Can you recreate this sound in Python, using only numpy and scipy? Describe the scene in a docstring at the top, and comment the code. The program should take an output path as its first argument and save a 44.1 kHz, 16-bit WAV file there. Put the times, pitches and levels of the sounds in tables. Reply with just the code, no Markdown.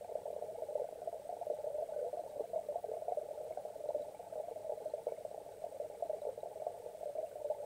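"""About 7.7 seconds on the bed of a shallow pond, where air bubbles break off near a camera.
From start to end, large bubbles follow each other as dull short bloops with crowds of small ones around them.
Each is a fading tone of rising pitch, dulled by water and housing that pass only a narrow midrange band.
Beneath them all along lie a pump's faint hum and rumble, tiny high pings, filtered-noise hiss and treble,
and the camera's ticks at the picture rate. From about 2 seconds on, some single tiny pings join in."""
import sys
import numpy as np
from scipy import signal
from scipy.fft import rfft, irfft, next_fast_len
from scipy.io import wavfile
from scipy.ndimage import map_coordinates

SR = 44100
rng = np.random.default_rng(int(sys.argv[2]) if len(sys.argv) > 2 else 0)


def transcribe(signal):
    """Save signal, clipped to [-1, 1], as a 16-bit WAV file at the path in sys.argv[1]."""
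    frames = np.atleast_2d(signal).T
    limited = np.clip(frames, -1, 1)
    pcm = np.round(limited * 32767).astype(np.int16)
    wavfile.write(sys.argv[1], SR, pcm)


N = 337365  # length in samples

# Circuit hiss colour. Each row: frequency in Hz, relative level in dB per Hz.
HISS_COLOUR = [(590, 0), (1000, -6.5), (1300, -4.5), (1480, -4.5), (1950, -4.5), (2210, -5.5), (2450, -6.5),
               (4870, -9), (7280, -10.5), (8260, -5), (10800, -13.5), (14500, -13), (15500, -17)]
# Treble noise colour. Each row: frequency in Hz, relative level in dB per Hz.
TREBLE_COLOUR = [(5000, -38), (8500, -7.5), (10000, -3.5), (12000, -9), (14500, -3), (16000, -5.5)]
# Camera bursts. Each row: place in the picture period from 0 to 1, relative level in dB.
TICK_BURSTS = [(.355, 3), (.52, 1), (.97, 1)]
# Colour of those bursts. Each row: frequency in Hz, relative level in dB.
TICK_COLOUR = [(3000, -50), (6000, -10), (7400, -5), (8050, -1.5), (8500, -7.5), (10100, -2.5),
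               (10600, -22), (15500, -15)]
# Pump hum tones. Each row: frequency in Hz, middle peak level in dB, around which it wavers.
PUMP_HUM = [(101, -77), (200, -78), (302, -78.5)]
# Low rumble colour. Each row: frequency in Hz, relative level in dB per Hz.
RUMBLE_COLOUR = [(15, -28), (30, -18.5), (60, -8.5), (110, -4.5), (190, -7), (250, -20.5), (300, -11),
                 (400, -5), (1000, -15), (1400, -90)]
# Single tiny bubbles. Each row: start in seconds, peak level in dB, starting pitch in Hz,
# time to fade by 60 dB in seconds.
TINY_BUBBLES = [(1.935, -61.5, 1490, 0.095), (1.992, -60, 1480, .05), (3.524, -58.5, 2180, 0.034),
                (3.572, -61, 1500, .05), (3.887, -61, 4020, 0.027), (4.021, -60, 3870, .04),
                (4.148, -61, 2230, .04), (4.3, -63, 1260, .03), (4.335, -61, 1520, .03),
                (4.37, -63, 1150, .03), (4.9, -62.5, 4100, .04), (5.085, -63, 2210, 0.059),
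                (5.1, -62, 2250, 0.05), (5.125, -65, 2250, .06), (5.166, -61.5, 2130, 0.037),
                (5.95, -64, 2250, .06), (6.215, -65, 3880, 0.046), (6.405, -63, 3850, 0.045),
                (6.6, -64, 2260, .05), (7.262, -62.5, 2700, .05), (7.315, -60, 1500, .05)]
# Tiny bubble sizes that keep recurring. Each row: middle pitch in Hz, rms level of the whole group in dB.
TINY_SIZES = [(1120, -87.5), (1490, -84.5), (2200, -85), (3880, -87)]
# Large bubbles. Each row: start in seconds, peak level in dB, starting pitch in Hz,
# time to fade by 60 dB in seconds (held between 0.003 and 0.15 when played).
LARGE_BUBBLES = [(.009, -39, 566, .02), (.045, -38.5, 720, 0.12), (.09, -39.5, 665, 0.033),
                 (.153, -27.5, 576, 0.024), (.255, -33, 655, 0.015), (.277, -34.5, 629, 0.061),
                 (.302, -35.5, 674, .022), (.327, -36, 590, .04), (.362, -32.5, 557, 0.04),
                 (.422, -30, 670, 0.021), (.44, -35.5, 426, .01), (.482, -39.5, 622, 0.19),
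                 (.549, -39.5, 654, 0.068), (.62, -30, 650, 0.021), (.685, -36, 585.5, 0.17),
                 (.753, -26, 578, 0.038), (.796, -30, 566, 0.048), (.817, -29, 488, .035),
                 (.841, -36, 662, 0.057), (.888, -35, 740, 0.03), (.924, -36, 660, 0.029),
                 (.957, -36.5, 530, .007), (1.017, -34.5, 702, 0.051), (1.073, -29.5, 663, 0.073),
                 (1.126, -35, 672, 0.083), (1.152, -40, 626, 0.11), (1.194, -41.5, 567, 0.11),
                 (1.291, -32, 713, 0.12), (1.325, -33.5, 688, 0.064), (1.366, -34.5, 705, 0.038),
                 (1.412, -32, 692, 0.089), (1.467, -31, 585, 0.023), (1.499, -26, 609, 0.04),
                 (1.534, -35, 583, 0.08), (1.586, -34.5, 543, .057), (1.641, -31, 570, 0.046),
                 (1.665, -34.5, 624, 0.085), (1.701, -36, 559, 0.17), (1.743, -34.5, 588, 0.084),
                 (1.782, -31.5, 600, .1), (1.822, -29.5, 653, 0.07), (1.887, -34, 637, .043),
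                 (1.92, -33, 580, 0.061), (1.961, -31.5, 580, 0.06), (1.988, -33.5, 578, 0.16),
                 (2.011, -33, 494, .15), (2.027, -32.5, 533, 0.023), (2.044, -34.5, 668, 0.24),
                 (2.059, -33.5, 485.4, 0.24), (2.129, -32, 592, 0.047), (2.17, -33, 694, 0.082),
                 (2.193, -32, 687, 0.05), (2.236, -37, 724, 0.063), (2.262, -35.5, 656, 0.0091),
                 (2.357, -36.5, 562, 0.12), (2.395, -29, 567, 0.037), (2.439, -36, 670, 0.06),
                 (2.532, -30, 646, 0.053), (2.558, -28, 636.6, .14), (2.576, -32.5, 683, 0.042),
                 (2.686, -31, 581.5, 0.18), (2.724, -31, 613, 0.0091), (2.756, -27, 686, 0.066),
                 (2.841, -31, 673, 0.032), (2.885, -36.5, 434, 0.16), (2.915, -30, 460, 0.012),
                 (2.935, -33, 638, 0.048), (2.967, -32.5, 666, 0.054), (3.019, -34, 640, 0.062),
                 (3.081, -27, 704, 0.078), (3.12, -25.5, 725, 0.11), (3.171, -29, 592, 0.057),
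                 (3.213, -36, 617, 0.056), (3.285, -38, 586, .1), (3.307, -37, 621, 0.11),
                 (3.374, -39, 596, 0.082), (3.4, -38, 605, 0.084), (3.45, -37.5, 574, 0.036),
                 (3.506, -33, 640, 0.058), (3.573, -30.5, 740, 0.23), (3.65, -34, 640, 0.025),
                 (3.755, -38.5, 618, 0.055), (3.803, -40, 600, 0.045), (3.838, -34.5, 582, 0.088),
                 (3.888, -27.5, 576, 0.065), (3.945, -28.5, 581.4, 0.11), (3.995, -34, 577.5, 0.11),
                 (4.142, -41.5, 606, .045), (4.193, -43.5, 694, 0.16), (4.324, -37.5, 646, 0.059),
                 (4.355, -33, 627, 0.02), (4.376, -37, 600, 0.067), (4.397, -31.5, 587, 0.023),
                 (4.435, -37.5, 676, 0.18), (4.483, -36, 694, 0.051), (4.511, -35, 450, 0.026),
                 (4.559, -37, 654, 0.06), (4.645, -40.5, 628, 0.095), (4.694, -30.5, 600, 0.037),
                 (4.72, -28, 605, 0.013), (4.774, -38.5, 610, .05), (4.856, -31.5, 609, .084),
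                 (4.936, -29, 575, 0.044), (4.979, -37.5, 642, 0.089), (5.068, -25, 490, 0.0088),
                 (5.078, -38, 653, 0.029), (5.12, -29.5, 500, 0.0092), (5.176, -40.5, 614, 0.107),
                 (5.249, -30.5, 634, .016), (5.312, -36, 656, .008), (5.344, -34.5, 775, 0.049),
                 (5.377, -35.5, 660, 0.025), (5.461, -41.5, 655, .07), (5.618, -39, 620, 0.038),
                 (5.639, -32, 686, 0.054), (5.664, -34, 600, .01), (5.744, -39, 539, 0.18),
                 (5.799, -30, 574, 0.052), (5.844, -36.5, 610, 0.047), (5.899, -36.5, 530, 0.016),
                 (6.023, -27, 672, 0.071), (6.054, -37, 647, 0.041), (6.095, -31, 623, 0.064),
                 (6.131, -32.5, 596, 0.085), (6.217, -37.5, 579, 0.15), (6.251, -31, 610, .011),
                 (6.269, -29.5, 450, 0.015), (6.288, -31.5, 530, 0.084), (6.376, -34, 540, 0.024),
                 (6.431, -31.5, 680, 0.017), (6.457, -34.5, 686, 0.051), (6.556, -39, 615, 0.06),
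                 (6.598, -37, 600, .045), (6.619, -33.5, 690, 0.027), (6.666, -25.5, 685, 0.037),
                 (6.741, -41.5, 682, .15), (6.86, -36, 485, .041), (6.946, -41, 632, 0.064),
                 (7.008, -39, 616, 0.047), (7.03, -33, 682, 0.039), (7.056, -34, 589, 0.13),
                 (7.093, -38.5, 565, 0.13), (7.151, -35, 613, 0.031), (7.165, -37.5, 670, 0.11),
                 (7.182, -31.5, 624, 0.073), (7.227, -34, 632, 0.11), (7.241, -36.5, 670, 0.092),
                 (7.31, -43, 625, 0.072), (7.355, -39.5, 704, 0.1), (7.382, -43.5, 598, 0.16),
                 (7.444, -32.5, 575, 0.14), (7.499, -27, 606, .082), (7.581, -40.5, 570, 0.13),
                 (7.6, -37.5, 555, 0.045), (7.624, -40, 584, 0.092)]
# Small bubbles between the large ones. Each row: time in seconds, base peak level in dB.
SMALL_BUBBLE_LEVEL = [(0, -44.5), (.5, -46), (1.15, -49), (1.9, -48), (2.4, -46.5), (3.4, -47), (4.1, -48),
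                      (4.8, -47.5), (5.55, -50.5), (6.2, -48), (6.9, -49), (7.35, -46), (7.65, -46.5)]
# Path through water and housing. Each row: frequency in Hz, relative gain in dB.
WATER_PATH = [(90, -38.5), (200, -42), (310, -24.5), (345, -30.5), (400, -13), (460, -3.5), (550, -5),
              (605, 3), (655, -1.5), (705, -4), (755, -16), (830, -9), (890, -13.5), (960, -33.5),
              (1500, -53)]

FRAME_HZ = 29.97  # pictures per second
TOP_HZ = 15700  # the camera's band limit
LULL_S, LULL_DB = 0.024, -5  # small bubbles quieten while a large one swells at the outlet


def amp(db):
    """Turn a level in dB into a plain gain."""
    return 10 ** (np.asarray(db) / 20)


def unit(x):
    """Scale x to rms 1, a standard average strength."""
    return x / np.sqrt(np.mean(x ** 2) + 1e-20)


def along(points, hz):
    """Read the gain between (Hz, dB) points, with pitch on a log axis."""
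    f, db = np.transpose(points)
    return amp(np.interp(np.log(hz + 1), np.log(f + 1), db))


def wobble(rate):
    """Draw a smooth random curve through `rate` random points a second."""
    points = rng.standard_normal(int(N * rate / SR) + 4)
    return map_coordinates(points, [np.arange(N) * rate / SR])


def filtered(x, response):
    """Multiply each frequency in x by the gain that response gives it."""
    size = next_fast_len(N + 8192)
    spectrum = rfft(x, size) * response(np.fft.rfftfreq(size, 1 / SR))
    return irfft(spectrum, size)[..., :N]


def noise(colour):
    """Make random noise of rms 1 with the given balance of frequencies."""
    return unit(filtered(rng.standard_normal(N), lambda hz: along(colour, hz)))


def causal(colour, size):
    """Build the response with this colour whose energy arrives as early as possible."""
    cepstrum = irfft(np.log(along(colour, np.fft.rfftfreq(size, 1 / SR))))
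    # folding the second half onto the first gives the earliest arrival
    folded = np.where(np.arange(size) < size // 2, 2 * cepstrum, 0)
    folded = folded - np.eye(1, size)[0] * cepstrum[0]
    return np.exp(rfft(folded))


def rings(rows, rise, path=1, snap=0, size=8192):
    """Ring bubbles as fading tones of rising pitch, pass them along a path and set their peak levels."""
    s, db, hz, t60 = np.transpose(rows)[:, :, None]
    start = np.floor(s * SR)
    t = np.clip((np.arange(size // 2) - (s * SR - start)) / SR, 0, None)
    t60 = np.clip(t60, .003, .15)
    fade = amp(-60 * t / t60)
    tone = fade * np.sin(2 * np.pi * hz * t * (1 + rise * t / t60))
    tone = tone + snap * (t / 0.0004) * np.exp(-t / 0.00029)  # the neck pinches off with a short push
    tone = irfft(rfft(tone, size) * path, size)
    tone = tone * amp(db) / abs(tone).max(axis=1, keepdims=True)
    at = (np.clip(start, 0, None) + np.arange(size)).astype(int)
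    return np.bincount(at.ravel(), tone.ravel(), N + 2 * size)[:N]  # add up all bubbles


def crowd(count, hz, spread, scatter_db, t60):
    """Draw chance bubbles: pitches spread around hz on a log scale, a few louder than the rest."""
    u = rng.random((count, 4))
    start = u[:, 0] * N / SR
    db = -scatter_db * np.log(u[:, 1])
    pitch = hz * np.exp(spread * np.log(u[:, 2] / (1 - u[:, 2])))
    return np.transpose([start, db, pitch, t60 * (.5 + u[:, 3])])


def hiss_and_treble():
    """Filter noise into a fluttering hiss and a high treble with fast random level changes."""
    treble = amp(2.5 * wobble(150)) * noise(TREBLE_COLOUR)
    hiss = amp(0.44 * wobble(25)) * noise(HISS_COLOUR)
    return amp(-68.5) * hiss + amp(-74.5) * treble


def camera():
    """Shape noise into a fuzzy narrow-band whine and three short bursts in every picture period."""
    place = np.arange(N) * FRAME_HZ / SR % 1  # 0 to 1 through each picture period
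    gate = sum(amp(db) * np.exp(-((place - at) / 0.026) ** 2) for at, db in TICK_BURSTS)
    repeating = np.resize(rng.standard_normal(round(2 * SR / FRAME_HZ)), N)  # same in each pair of periods
    grain = rng.standard_normal(N) + .6 * repeating
    bursts = unit(filtered(gate * grain, lambda hz: along(TICK_COLOUR, hz)))
    # noise in a narrow band around 8222 Hz
    whine = unit(filtered(rng.standard_normal(N), lambda hz: 1 / (1 + ((hz - 8222) / 40) ** 4)))
    return amp(-79) * bursts + amp(-81.5) * whine


def pump():
    """Hum with steady-pitched tones that waver in level and phase, over a low noise rumble."""
    t = np.arange(N) / SR
    hum = 0
    for k, (hz, db) in enumerate(PUMP_HUM, start=1):
        level = amp(db + 3.2 * wobble(7.1))
        hum = hum + level * np.sin(2 * np.pi * hz * t + k * 0.91 * wobble(10))
    rumble = amp(-67.0 + 0.15 * wobble(3.5)) * noise(RUMBLE_COLOUR)
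    return hum + rumble


def tiny_bubbles():
    """Ring faint high pings, mostly near a few recurring pitches: a smaller bubble rings higher."""
    pings = rings(TINY_BUBBLES, 0.042, size=4096)
    for hz, db in TINY_SIZES:
        rows = crowd(count=220, hz=hz, spread=0.029, scatter_db=0.85, t60=0.036)
        pings = pings + amp(db) * unit(rings(rows, 0.035, size=4096))
    return pings


def bubbles():
    """Large bubbles tear off clouds of small ones; all ring through the same narrow path."""
    path = causal(WATER_PATH, size=8192)
    large = rings(LARGE_BUBBLES, 0.062, path, snap=4.8)
    # a running average that lingers after each large bubble
    loudness = np.sqrt(signal.lfilter([1 / 300], [1, 1 / 300 - 1], large ** 2))

    rows = crowd(count=1500, hz=595.6, spread=0.209, scatter_db=0.77, t60=0.047)
    small_s = rows[:, 0]
    between = amp(np.interp(small_s, *np.transpose(SMALL_BUBBLE_LEVEL)))
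    large_s = np.append(np.transpose(LARGE_BUBBLES)[0], np.inf)
    wait = large_s[np.searchsorted(large_s, small_s)] - small_s  # seconds until the next large bubble
    between = between * amp(LULL_DB * np.exp(-(wait / LULL_S) ** 2))

    cloud = amp(-6) * loudness[(small_s * SR).astype(int)]
    db = rows[:, 1] + 20 * np.log10(np.hypot(between, cloud))
    small = rings(np.column_stack([small_s, db, rows[:, 2:]]), 0.057, path, snap=1.75)
    return large + small


def scene():
    """Add all the sources together in one channel."""
    return (hiss_and_treble() + camera() + pump() + tiny_bubbles() + bubbles())[None]


def record(dry):
    """Remove everything above the camera's band limit."""
    return filtered(dry, lambda hz: hz < TOP_HZ)


dry = scene()
out = record(dry)
transcribe(out)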